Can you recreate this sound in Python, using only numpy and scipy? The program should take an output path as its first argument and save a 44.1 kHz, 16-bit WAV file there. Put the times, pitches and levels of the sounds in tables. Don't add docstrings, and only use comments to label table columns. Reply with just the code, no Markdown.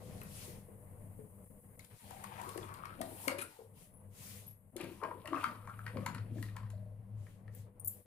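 import sys
import numpy as np
from scipy import signal
from scipy.io import wavfile
from scipy.ndimage import uniform_filter1d

SR = 44100
rng = np.random.default_rng(int(sys.argv[2]) if len(sys.argv) > 2 else 0)


def store_pcm(level_fs):
    pcm = np.round(np.clip(level_fs, -1, 1) * 32767).astype(np.int16)
    wavfile.write(sys.argv[1], SR, np.atleast_2d(pcm).T)


N = 355432


def from_db(db):
    return 10 ** (np.asarray(db) / 20)


def rms_one(x):
    return x / np.sqrt(np.mean(x ** 2) + 1e-20)


def in_time(rows):
    s, *columns = np.transpose(rows)
    return [np.interp(np.arange(N) / SR, s, c) for c in columns]


def at_hz(points, hz):
    point_hz, value = np.transpose(points)
    return np.interp(np.log(hz), np.log(point_hz), value)


def band(x, low_hz, high_hz):
    return signal.sosfilt(signal.butter(2, [low_hz, high_hz], "band", fs=SR, output="sos"), x)


def drift(rate_hz):
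    r = np.exp(-80 * np.pi * rate_hz / SR)
    noise = rng.standard_normal(N // 40 + 2002)
    slow = signal.lfilter([1], [1, -2 * r, r * r], noise)[2000:]
    return np.interp(np.arange(N) / 40, np.arange(len(slow)), rms_one(slow))


def ring(clicks, hz, t60):
    r, w = from_db(-60 / (t60 * SR)), 2 * np.pi * hz / SR
    return signal.lfilter([0, np.sin(w)], [1, -2 * r * np.cos(w), r * r], clicks + 1e-18)


def resonance(x, hz, width_hz):
    r = np.exp(-np.pi * width_hz / SR)
    poles = [1, -2 * r * np.cos(2 * np.pi * hz / SR), r * r]
    return signal.lfilter([(1 - r * r) / 2, 0, (r * r - 1) / 2], poles, x)


def burst(noise, t60, rise_s):
    t = np.arange(len(noise)) / SR
    return noise * from_db(-60 * t / t60) * (1 - np.exp(-t / rise_s))


def rung(push, hz, width_hz):
    out = resonance(resonance(push, hz, width_hz), hz, 4 * width_hz)
    return out / np.max(np.abs(out))


def body(push, modes, strengths_db):
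    return sum(from_db(db + more) * rung(push, hz, width)
               for (hz, width, db), more in zip(modes, strengths_db))


def add(out, s, sound):
    at = round(s * SR)
    out[at:at + len(sound)] += sound[:N - at]


def banded_noise(spectrum, patchy_db):
    # pitch_hz, left_right_likeness (1 = identical)
    likeness = [(60, 1), (240, 0.66), (950, 0.037), (3770, 0.0058), (15000, 0.0075)]
    lowest_hz, highest_hz = spectrum[0][0], spectrum[-1][0]
    edges = np.geomspace(lowest_hz, highest_hz, round(2 * np.log2(highest_hz / lowest_hz)) + 2)
    out, together, white = 0, drift(1.0), rng.standard_normal((2, 2, N))
    for k, (low, high) in enumerate(zip(edges, edges[1:])):
        middle_hz = np.sqrt(low * high)
        mid, side = band(white[k % 2], low, high)
        alike = np.clip(at_hz(likeness, middle_hz), -1, 1)
        flicker_db = patchy_db * (0.6 * together + drift(8.0))
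        gain = from_db(at_hz(spectrum, middle_hz) + flicker_db)
        out = out + gain * (np.sqrt(1 + alike) * mid + np.sqrt(1 - alike) * side * [[1], [-1]])
    return rms_one(out)


def hum():
    # time_s, level_db
    hum_level = [(0.0, -58), (0.67, -66), (1.01, -53), (1.77, -71.5), (2.65, -59.5), (3.41, -62),
                 (3.57, -79), (3.68, -55), (3.93, -81), (4.04, -57.5), (5.09, -66), (6.04, -45),
                 (6.11, -57), (6.22, -39.5), (6.28, -55), (6.33, -45), (6.91, -46.5), (7.02, -53.5),
                 (7.21, -43.5), (7.3, -57.5), (7.61, -48.5), (7.7, -62), (7.88, -55), (8.06, -71.5)]
    # time_s, pitch_hz
    hum_pitch = [(0, 105.9), (0.8, 99.53), (5.2, 100.2), (6.0, 107.1), (8.06, 102.8)]
    (level_db,), (hz,) = in_time(hum_level), in_time(hum_pitch)
    wandering_hz = hz + 2.905 * drift(10.5)
    tone = np.sqrt(2) * np.sin(2 * np.pi * np.cumsum(wandering_hz) / SR)
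    upper = from_db(-14.5) * rms_one(resonance(rng.standard_normal(N), 188, width_hz=5))
    rumble = from_db(-17.0) * rms_one(band(rng.standard_normal(N), 9.7, 75))
    tone_gain = from_db(level_db + 2.5 * drift(18.0))
    slow_gain = from_db(uniform_filter1d(level_db, size=SR // 4))
    return tone_gain * tone + slow_gain * (upper + rumble)


def strokes():
    # start_s, length_s, peak_db, treble_peak_db
    brushings = [(-0.1, 0.71, -60.5, -78), (0.204, 0.6, -53, -62), (1.793, 1, -63, -87),
                 (2.233, 0.72, -59, -82), (2.924, 0.68, -61, -57), (3.144, 0.29, -56, -51.5),
                 (3.352, 0.49, -66.5, -73), (3.71, 0.3, -67, -65.5), (4.075, 0.63, -54.5, -57.5),
                 (4.79, 0.4, -65, -79), (5.274, 0.41, -63.5, -65), (5.889, 0.42, -73.5, -76),
                 (6.278, 0.41, -63, -90), (7.118, 0.45, -70.5, -102.5), (7.489, 0.27, -67, -92),
                 (7.81, 0.37, -73.5, -64.5)]
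    t, power = np.arange(N) / SR, 0
    for s, length_s, db, top_db in brushings:
        shape = np.sin(np.pi * np.clip((t - s) / length_s, 0, 1) ** 0.65) ** 2
        power = power + shape ** 4.12 * from_db([[db], [top_db]]) ** 2
    return np.sqrt(power)


def dips():
    # centre_s, depth_db, length_s
    dip_rows = [(0.665, 7.5, 0.074), (1.29, 4.5, 0.02), (1.456, 19, 0.0085), (1.489, 14, 0.016),
                (1.619, 8.5, 0.036), (1.767, 25, 0.0085), (1.873, 10, 0.047), (2, 26, 0.046),
                (3.554, 8.5, 0.15), (4.618, 6, 0.24), (4.715, 18.5, 0.017), (5.721, 11, 0.025),
                (5.927, 4, 0.027), (7.727, 9.5, 0.059), (8.038, 17.5, 0.027)]
    t = np.arange(N) / SR
    return from_db(-sum(db * np.exp(-(2 * (t - s) / length_s) ** 2) for s, db, length_s in dip_rows))


def background():
    # pitch_hz, relative level_db_per_hz
    room_spectrum, brush_spectrum, hiss_spectrum = [(12, -53), (20, -1), (64, -15), (81, 3.5), (103, -1.5),
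                                                    (193, -5.5), (318, -20.5), (440, -15.5), (677, -19.5),
                                                    (1150, -23.5), (1330, -37), (2100, -28), (3500, -65.5),
                                                    (4550, -81), (7700, -120)], [(710, -36), (1200, -1), (1320, -11),
                                                                       (1850, 0), (6160, -2.5), (10700, 2),
                                                                       (14800, -4.5), (16000, -16)], [(3530, -55),
                                                                                      (6000, -19),
                                                                                      (6790, -14),
                                                                                      (7280, -24.5),
                                                                                      (7900, -21.5),
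                                                                                      (10100, 2.5),
                                                                                      (14400, -6.5),
                                                                                      (16000, -20)]
    # pitch_hz, width_hz, level_db over the
    room_peaks = [(197.6, 8.9, -9), (491.2, 67, -12.5), (609, 72, -17)]
    # time_s, level_db
    room_level, hiss_level = [(0, -49), (0.3, -53), (0.56, -55), (0.66, -54.5), (1.2, -59), (1.9, -60),
                              (3.1, -58), (3.4, -65), (4.3, -60.5), (5.2, -62), (5.85, -58.5), (5.99, -52),
                              (6.2, -58), (7.1, -64.5), (7.6, -59), (8.06, -61)], [(0, -70.5), (1.7, -66), (2.3, -63.5), (3.5, -71.5),
                                                  (4.0, -72.5), (4.7, -77), (4.9, -70.5), (5.9, -70),
                                                  (6.2, -73.5), (7.1, -82), (8.06, -85)]
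    (room_db,), (hiss_db,), (stroke, treble) = in_time(room_level), in_time(hiss_level), strokes()
    peaks = 0
    for hz, width_hz, db in room_peaks:
        standing = rms_one(ring(rng.standard_normal(N), hz, t60=6.6 / width_hz))
        peaks = peaks + from_db(db + 2.5 * drift(6.0)) * standing
    room_gain = from_db(room_db + 1.5 * drift(12.0))
    room = room_gain * (banded_noise(room_spectrum, patchy_db=1.5) + peaks)
    brush = stroke * banded_noise(brush_spectrum, patchy_db=1.8)
    hiss = np.hypot(from_db(hiss_db), treble) * banded_noise(hiss_spectrum, patchy_db=1.0)
    return dips() * (hum() + room) + brush + hiss


def knocks():
    # start_s, peak_db, loudest_pitch_hz, crack_db, glass_modes_over_peak_db
    knock_rows = [(0.213, -48.5, 2550, -51, 3.5), (1.792, -52, 2170, -50, -13.5),
                  (1.846, -64, 869, -54, -10), (2.106, -43, 770, -51, -28), (2.239, -41, 1120, -47.5, -5),
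                  (2.414, -49, 869, -49.5, -10), (2.49, -53, 1030, -45.5, -10),
                  (2.575, -39.5, 750, -43.5, -3.5), (2.626, -53, 3350, -68, -25),
                  (2.688, -42, 1150, -60, -19), (2.739, -67, 1200, -49.5, -22),
                  (2.833, -37.5, 1230, -80, -27), (2.853, -44, 1190, -50.5, -1.5),
                  (3.013, -45.5, 1200, -38.5, 4.5), (3.2783, -30, 2124, -30.5, 4),
                  (3.291, -38, 2170, -52.5, -7.5), (3.303, -47.5, 2700, -53.5, -3.5),
                  (3.387, -40.5, 2410, -47, -1), (3.408, -44, 2450, -59, -17), (3.419, -45, 1381, -59, -1),
                  (4.764, -55, 2300, -43, -6), (4.811, -52, 2500, -45, -15), (4.841, -48, 2390, -51.5, -9),
                  (5.014, -43, 1150, -70, -33), (5.034, -33, 1042, -55.5, -8), (5.11, -34, 980, -74, -39),
                  (5.255, -53, 2580, -54, 9), (5.273, -42.5, 2800, -48.5, -3.5),
                  (5.329, -27, 1094, -67.5, -36), (5.342, -29, 1210, -69, -25),
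                  (5.358, -42.5, 2660, -62, -28), (5.408, -47, 2750, -56, -15), (5.42, -63, 2750, -65, -27),
                  (5.43, -33, 1020, -70, -36), (5.439, -25.5, 1210, -45, -6.5), (5.48, -48, 1290, -72, -28),
                  (5.672, -41.5, 1110, -61, -39), (5.694, -41.5, 1330, -59, -44),
                  (5.715, -68, 1266, -80, -26), (5.789, -40, 1330, -62, -27), (5.863, -40, 1560, -53, 1),
                  (5.968, -40, 1060, -61, -3), (6.061, -35.5, 1080, -38.5, 4.5),
                  (6.146, -47.5, 1302, -48, 6), (6.381, -55, 1900, -72, -8), (6.425, -47, 1942, -42, 1),
                  (6.484, -55, 1850, -67, -9), (6.556, -48, 1010, -85, -30), (6.564, -46.5, 1017, -49.5, 5),
                  (6.63, -52, 1000, -77, -8), (6.701, -64, 1100, -53, 7), (7.265, -61, 1810, -85, -1),
                  (7.477, -57, 1790, -77, -1)]
    # pitch_hz, width_hz, level_db
    glass = [(1058, 53, -12), (1150, 54, -22), (1330, 210, -1.5), (1805, 220, -2.5), (2066, 270, -5),
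             (2750, 200, -12.5), (3500, 650, -17), (4200, 190, -16.5)]
    out = np.zeros(N)
    noise = rng.standard_normal((len(knock_rows), 12000))
    chance = rng.standard_normal((len(knock_rows), 2, len(glass)))
    for (s, peak_db, hz, crack_db, glass_db), puff, (luck, shift) in zip(knock_rows, noise, chance):
        touch = np.arange(len(puff)) == 130
        push = burst(puff, t60=0.017, rise_s=0.002) + 4.5 * touch
        patter = 0.16 * burst(puff * (np.abs(puff) > 2.5), t60=0.13, rise_s=0.008)
        ragged = from_db(6.0 * np.repeat(puff[::300], 300))
        modes = [(f * (1 + 0.033 * d), width, db) for (f, width, db), d in zip(glass, shift)]
        spot = rung(push + 0.3 * patter, hz, width_hz=143.0)
        ringing = body(push + 0.4 * patter, modes, 1.8 * luck)
        wash = band(burst(puff[::-1] * ragged, t60=0.3, rise_s=0.0039), 900, 2100)
        crack = band(burst(puff, t60=0.025, rise_s=0.0039), 2700, 6200)
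        click = rung(touch, 2400, width_hz=1500.0)
        spray = band(burst(puff[::-1] * ragged, t60=0.41, rise_s=0.0029), 3600, 4640)
        crack_top = band(burst(puff, t60=0.013, rise_s=0.00091), 7000, 12000)
        add(out, s, from_db(peak_db) * spot)
        add(out, s, from_db(peak_db + glass_db) * ringing)
        add(out, s, from_db(peak_db + glass_db - 7.5) * wash)
        add(out, s, from_db(crack_db + 6.5) * crack)
        add(out, s, from_db(crack_db + 1) * click)
        add(out, s, from_db(crack_db - 15) * spray)
        add(out, s, from_db(crack_db + 13.0) * crack_top)
    return signal.sosfilt(signal.butter(4, 800.0, "high", fs=SR, output="sos"), out)


def clinks():
    # start_s, level_db, loudest_pitch_hz, t60_s, other_modes_over_level_db
    clink_rows = [(0.214, -60, 10700, 0.15, -4), (0.232, -50, 12400, 0.13, -4),
                  (7.549, -53.5, 14500, 0.17, -0.5), (7.7972, -40.5, 9240, 0.12, -16.5),
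                  (7.846, -31, 14800, 0.16, -18), (7.859, -45.5, 12200, 0.25, -1),
                  (7.874, -42.5, 12900, 0.12, 3), (7.8802, -45.5, 12900, 0.14, 5.5)]
    # pitch_hz, width_hz, level_db
    metal = [(8500, 1000, 1.5), (7800, 250, -32), (10240, 56, -5), (10900, 1200, 5), (12200, 850, 8.5),
             (13300, 290, 3), (13900, 170, -34), (16500, 890, 7)]
    out = np.zeros(N)
    noise = rng.standard_normal((len(clink_rows), 10000))
    chance = rng.standard_normal((len(clink_rows), len(metal)))
    for (s, level_db, hz, t60, others_db), puff, luck in zip(clink_rows, noise, chance):
        tick = burst(puff, t60=0.012, rise_s=0.0002)
        ringing_on = 0.18 * burst(puff, t60, rise_s=0.00033)
        add(out, s, from_db(level_db - 3.5) * rung(tick + ringing_on, hz, width_hz=130.0))
        add(out, s, from_db(level_db + others_db) * body(tick, metal, 3.0 * luck))
    return signal.sosfilt(signal.butter(4, 7000.0, "high", fs=SR, output="sos"), out)


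def thuds():
    # start_s, peak_db, low_pitch_hz, upper_pitch_hz, upper_over_low_db
    thud_rows = [(0.478, -52, 342, 405, 2.5), (0.685, -60, 352, 447, 7.5), (1.188, -47, 188.4, 426, -2.5),
                 (1.5, -53.5, 210, 470, -7), (2.558, -38.5, 375, 454, -17), (3.004, -39, 257, 655, 2.5),
                 (3.273, -35, 273, 556, 0), (3.588, -65, 237, 459, 17.5), (4.758, -40, 364.6, 488, -12.5),
                 (4.801, -40, 320, 480, -13.5), (5.025, -43, 432, 630, -2), (5.246, -59, 325, 603, 10.5),
                 (5.323, -33.5, 306, 629, -11.5), (5.959, -35.5, 210, 516, -5),
                 (6.083, -41.5, 180, 698, -12), (6.161, -45, 188, 288, -35), (6.31, -47, 257, 324, -24),
                 (6.379, -42, 272, 439, -22), (6.732, -67.5, 173, 619, 13.5), (6.78, -67.5, 179, 612, 9),
                 (6.86, -73.5, 172, 610, 15)]
    out, noise = np.zeros(N), rng.standard_normal((len(thud_rows), 12000))
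    for (s, peak_db, low_hz, high_hz, high_db), puff in zip(thud_rows, noise):
        shaking = 0.028 * burst(puff, t60=0.314, rise_s=0.00081)
        kick = np.exp(-((np.arange(len(puff)) - 40) / 12) ** 2) / 20
        add(out, s, from_db(peak_db) * rung(shaking + kick, low_hz, width_hz=47.0))
        add(out, s, from_db(peak_db + high_db) * rung(shaking + kick, high_hz, width_hz=43.0))
    return out


def scuffs():
    # start_s, length_s, level_db of the low band, level_db of the top band
    scuff_rows = [(1.797, 0.1, -72.5, -73), (1.901, 0.09, -71.5, -81), (3.383, 0.054, -50, -49),
                  (3.413, 0.033, -52, -43), (4.769, 0.22, -62.5, -68), (6.368, 0.026, -71, -100)]
    out, noise = np.zeros(N), rng.standard_normal((len(scuff_rows), 2, 10000))
    for (s, length_s, low_db, top_db), (grit, grain) in zip(scuff_rows, noise):
        rub = grit * from_db(3.0 * grain + 3.5 * np.repeat(grain[::125], 125))
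        stroke = np.sin(np.pi * np.clip(np.arange(len(rub)) / SR / length_s, 0, 1) ** 0.33)
        add(out, s, stroke * from_db(low_db) * rms_one(band(rub, 850, 3040)))
        add(out, s, stroke * from_db(top_db) * rms_one(band(rub, 8800, 11600)))
    return out


def bubbles(level_db, centre_hz, low_hz, high_hz, per_s, cycles, octaves, spread_db):
    sizes = from_db(spread_db * np.minimum(rng.exponential(1, N), 4)) * rng.choice([-1, 1], N)
    born = rng.random(N) < per_s * from_db(6.5 * drift(25.0)) / SR
    dealt, out = rng.integers(0, 28, N), 0
    for k, hz in enumerate(np.geomspace(low_hz, high_hz, 28)):
        near = 0.29 + np.exp(-0.5 * (np.log2(hz / centre_hz) / octaves) ** 2)
        clicks = sizes * born * (dealt == k) * near
        out = out + np.sqrt(hz / low_hz) * ring(clicks, hz, t60=cycles / hz)
    return from_db(level_db) * rms_one(band(out, 0.54 * low_hz, high_hz))


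def air_column(level_db, hz):
    low_pass = signal.butter(2, 49, fs=SR, output="sos")
    swing = signal.sosfilt(low_pass, rng.standard_normal((2, N)))
    turn = 2 * np.pi * np.cumsum(hz) / SR
    singing = rms_one(swing[0] * np.cos(turn) + swing[1] * np.sin(turn))
    return from_db(level_db + 2.6 * drift(9.9)) * singing


def juice():
    # time_s, gurgle_db, bubbles_db, bubble_pitch_hz
    slosh = [
        [(2.0, -98, -77, 940), (2.11, -75, -62, 738), (2.28, -76, -59.5, 870), (2.41, -70, -51.5, 873),
         (2.46, -59.5, -57, 1090), (2.69, -78, -57.5, 1116), (2.86, -68, -60, 1208), (2.94, -68, -58.5, 1358),
         (2.99, -52, -69, 740), (3.2, -67, -61.5, 852), (3.31, -65, -57.5, 952), (3.42, -52, -76.5, 923),
         (3.6, -100.5, -66, 819)],
        [(4.74, -65, -85.5, 911), (4.82, -47.5, -60.5, 897), (4.93, -55.5, -71, 1038), (4.99, -85, -74, 1014),
         (5.03, -49.5, -47.5, 1038), (5.17, -57, -73.5, 990), (5.24, -82, -66.5, 1032), (5.29, -50, -52, 1199),
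         (5.4, -57.5, -54.5, 1215), (5.5, -53.5, -57, 1150), (5.62, -75, -70, 1143), (5.69, -67, -60.5, 1189),
         (5.89, -101, -70, 1250), (5.94, -53, -79, 1074), (6.06, -54, -55, 1175), (6.2, -68, -82, 1150),
         (6.37, -49.5, -84, 1200), (6.43, -63, -84, 1270), (6.6, -82, -68, 1058), (6.8, -83, -87, 792)],
    ]
    # time_s, level_db
    splashing = [
        [(2.0, -78), (2.348, -66.5), (2.466, -70.5), (2.612, -78), (2.824, -70.5), (3.25, -74.5)],
        [(4.74, -106), (4.8, -54.5), (4.95, -74.5), (5.12, -81), (5.33, -66.5), (5.43, -59), (5.62, -80.5),
         (5.82, -76), (6.08, -69), (6.24, -82), (6.41, -75), (6.6, -80), (6.71, -88), (6.8, -102)],
    ]
    # time_s, pitch_hz
    gurgle_pitch = [(2.0, 425), (3.4, 357), (4.9, 276), (5.1, 439), (5.3, 284), (5.7, 200.5), (6.2, 182),
                    (6.45, 278), (6.8, 206.5)]
    rows, churn = [], []
    for spell, froth in zip(slosh, splashing):
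        rows.append((spell[0][0] - 0.03, -100, -100, spell[0][3]))
        rows += [*spell, (spell[-1][0] + 0.1922, -100, -100, spell[-1][3])]
        churn += [(froth[0][0] - 0.03, -100), *froth, (froth[-1][0] + 0.12, -100)]
    gurgle_db, bubble_db, bubble_hz = in_time(rows)
    (gurgle_hz,), (splash_db,) = in_time(gurgle_pitch), in_time(churn)
    gurgle = bubbles(gurgle_db, gurgle_hz, 142.3, 745, per_s=400.0, cycles=31.0, octaves=0.33, spread_db=3.5)
    splash = bubbles(splash_db, 2500, 1300, 5000, per_s=2500.0, cycles=16.0, octaves=0.35, spread_db=3.5)
    small = bubbles(bubble_db, bubble_hz, 600, 2400, per_s=1800.0, cycles=30.0, octaves=0.17, spread_db=3.2)
    crackle = bubbles(splash_db - 3, 2200, 800, 6000, per_s=250.0, cycles=5.0, octaves=1.2, spread_db=4.0)
    return gurgle + splash + crackle + small + air_column(bubble_db - 6, bubble_hz)


def squeaks():
    # start_s, peak_db, pitch_hz, t60_s
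    squeak_rows = [(3.8023, -63, 10750, 0.5), (3.935, -57, 10720, 0.3), (4.463, -46, 11400, 0.3)]
    out, noise = np.zeros(N), rng.standard_normal((len(squeak_rows), 12000))
    for (s, peak_db, hz, t60), puff in zip(squeak_rows, noise):
        add(out, s, from_db(peak_db) * rung(burst(puff, t60, rise_s=0.0015), hz, width_hz=160.0))
    return out


def kitchen(x):
    t60_s, treble_t60_s, wall_cut_hz = 0.3, 0.2, 5300
    t = np.arange(SR) / SR
    noise = rng.standard_normal((2, SR)) * np.clip(t / 0.0019, 0, 1) ** 2
    dull = signal.sosfilt(signal.butter(1, wall_cut_hz, fs=SR, output="sos"), noise)
    tail = dull * from_db(-60 * t / t60_s) + (noise - dull) * from_db(-60 * t / treble_t60_s)
    long_waves = signal.sosfilt(signal.butter(1, 500.0, fs=SR, output="sos"), tail)
    tail = tail - long_waves + long_waves[0]
    return signal.fftconvolve(x[None], tail / np.sqrt(np.sum(tail[0] ** 2)), axes=1)[:, :N]


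def scene():
    # time_s, left_over_right_db, lead_of_left_port_ms
    place = [(0, 4, 0.32), (2, 14, 0.41), (3.5, 10, 0.3), (4.5, 9, 0.068), (6, 7, 0.058),
             (8.06, 9.5, 0.018)]
    near = juice() + knocks() + thuds() + clinks() + squeaks() + scuffs()
    pan_db, lead_ms = in_time(place)
    late = np.interp(np.arange(N) - lead_ms * SR / 1000, np.arange(N), near)
    direct = np.array([near * from_db(pan_db / 2), late * from_db(-pan_db / 2)])
    lean = from_db([[2.3], [-2.3]])
    return direct + lean * (from_db(-4.0) * kitchen(near) + background())


def top_cut(x):
    return signal.sosfilt(signal.butter(12, 16460, fs=SR, output="sos"), x)


def record(dry):
    cut = signal.sosfilt(signal.cheby2(14, 45, 15900, fs=SR, output="sos"), dry)
    return top_cut(cut)


dry = scene()
out = record(dry)
store_pcm(out)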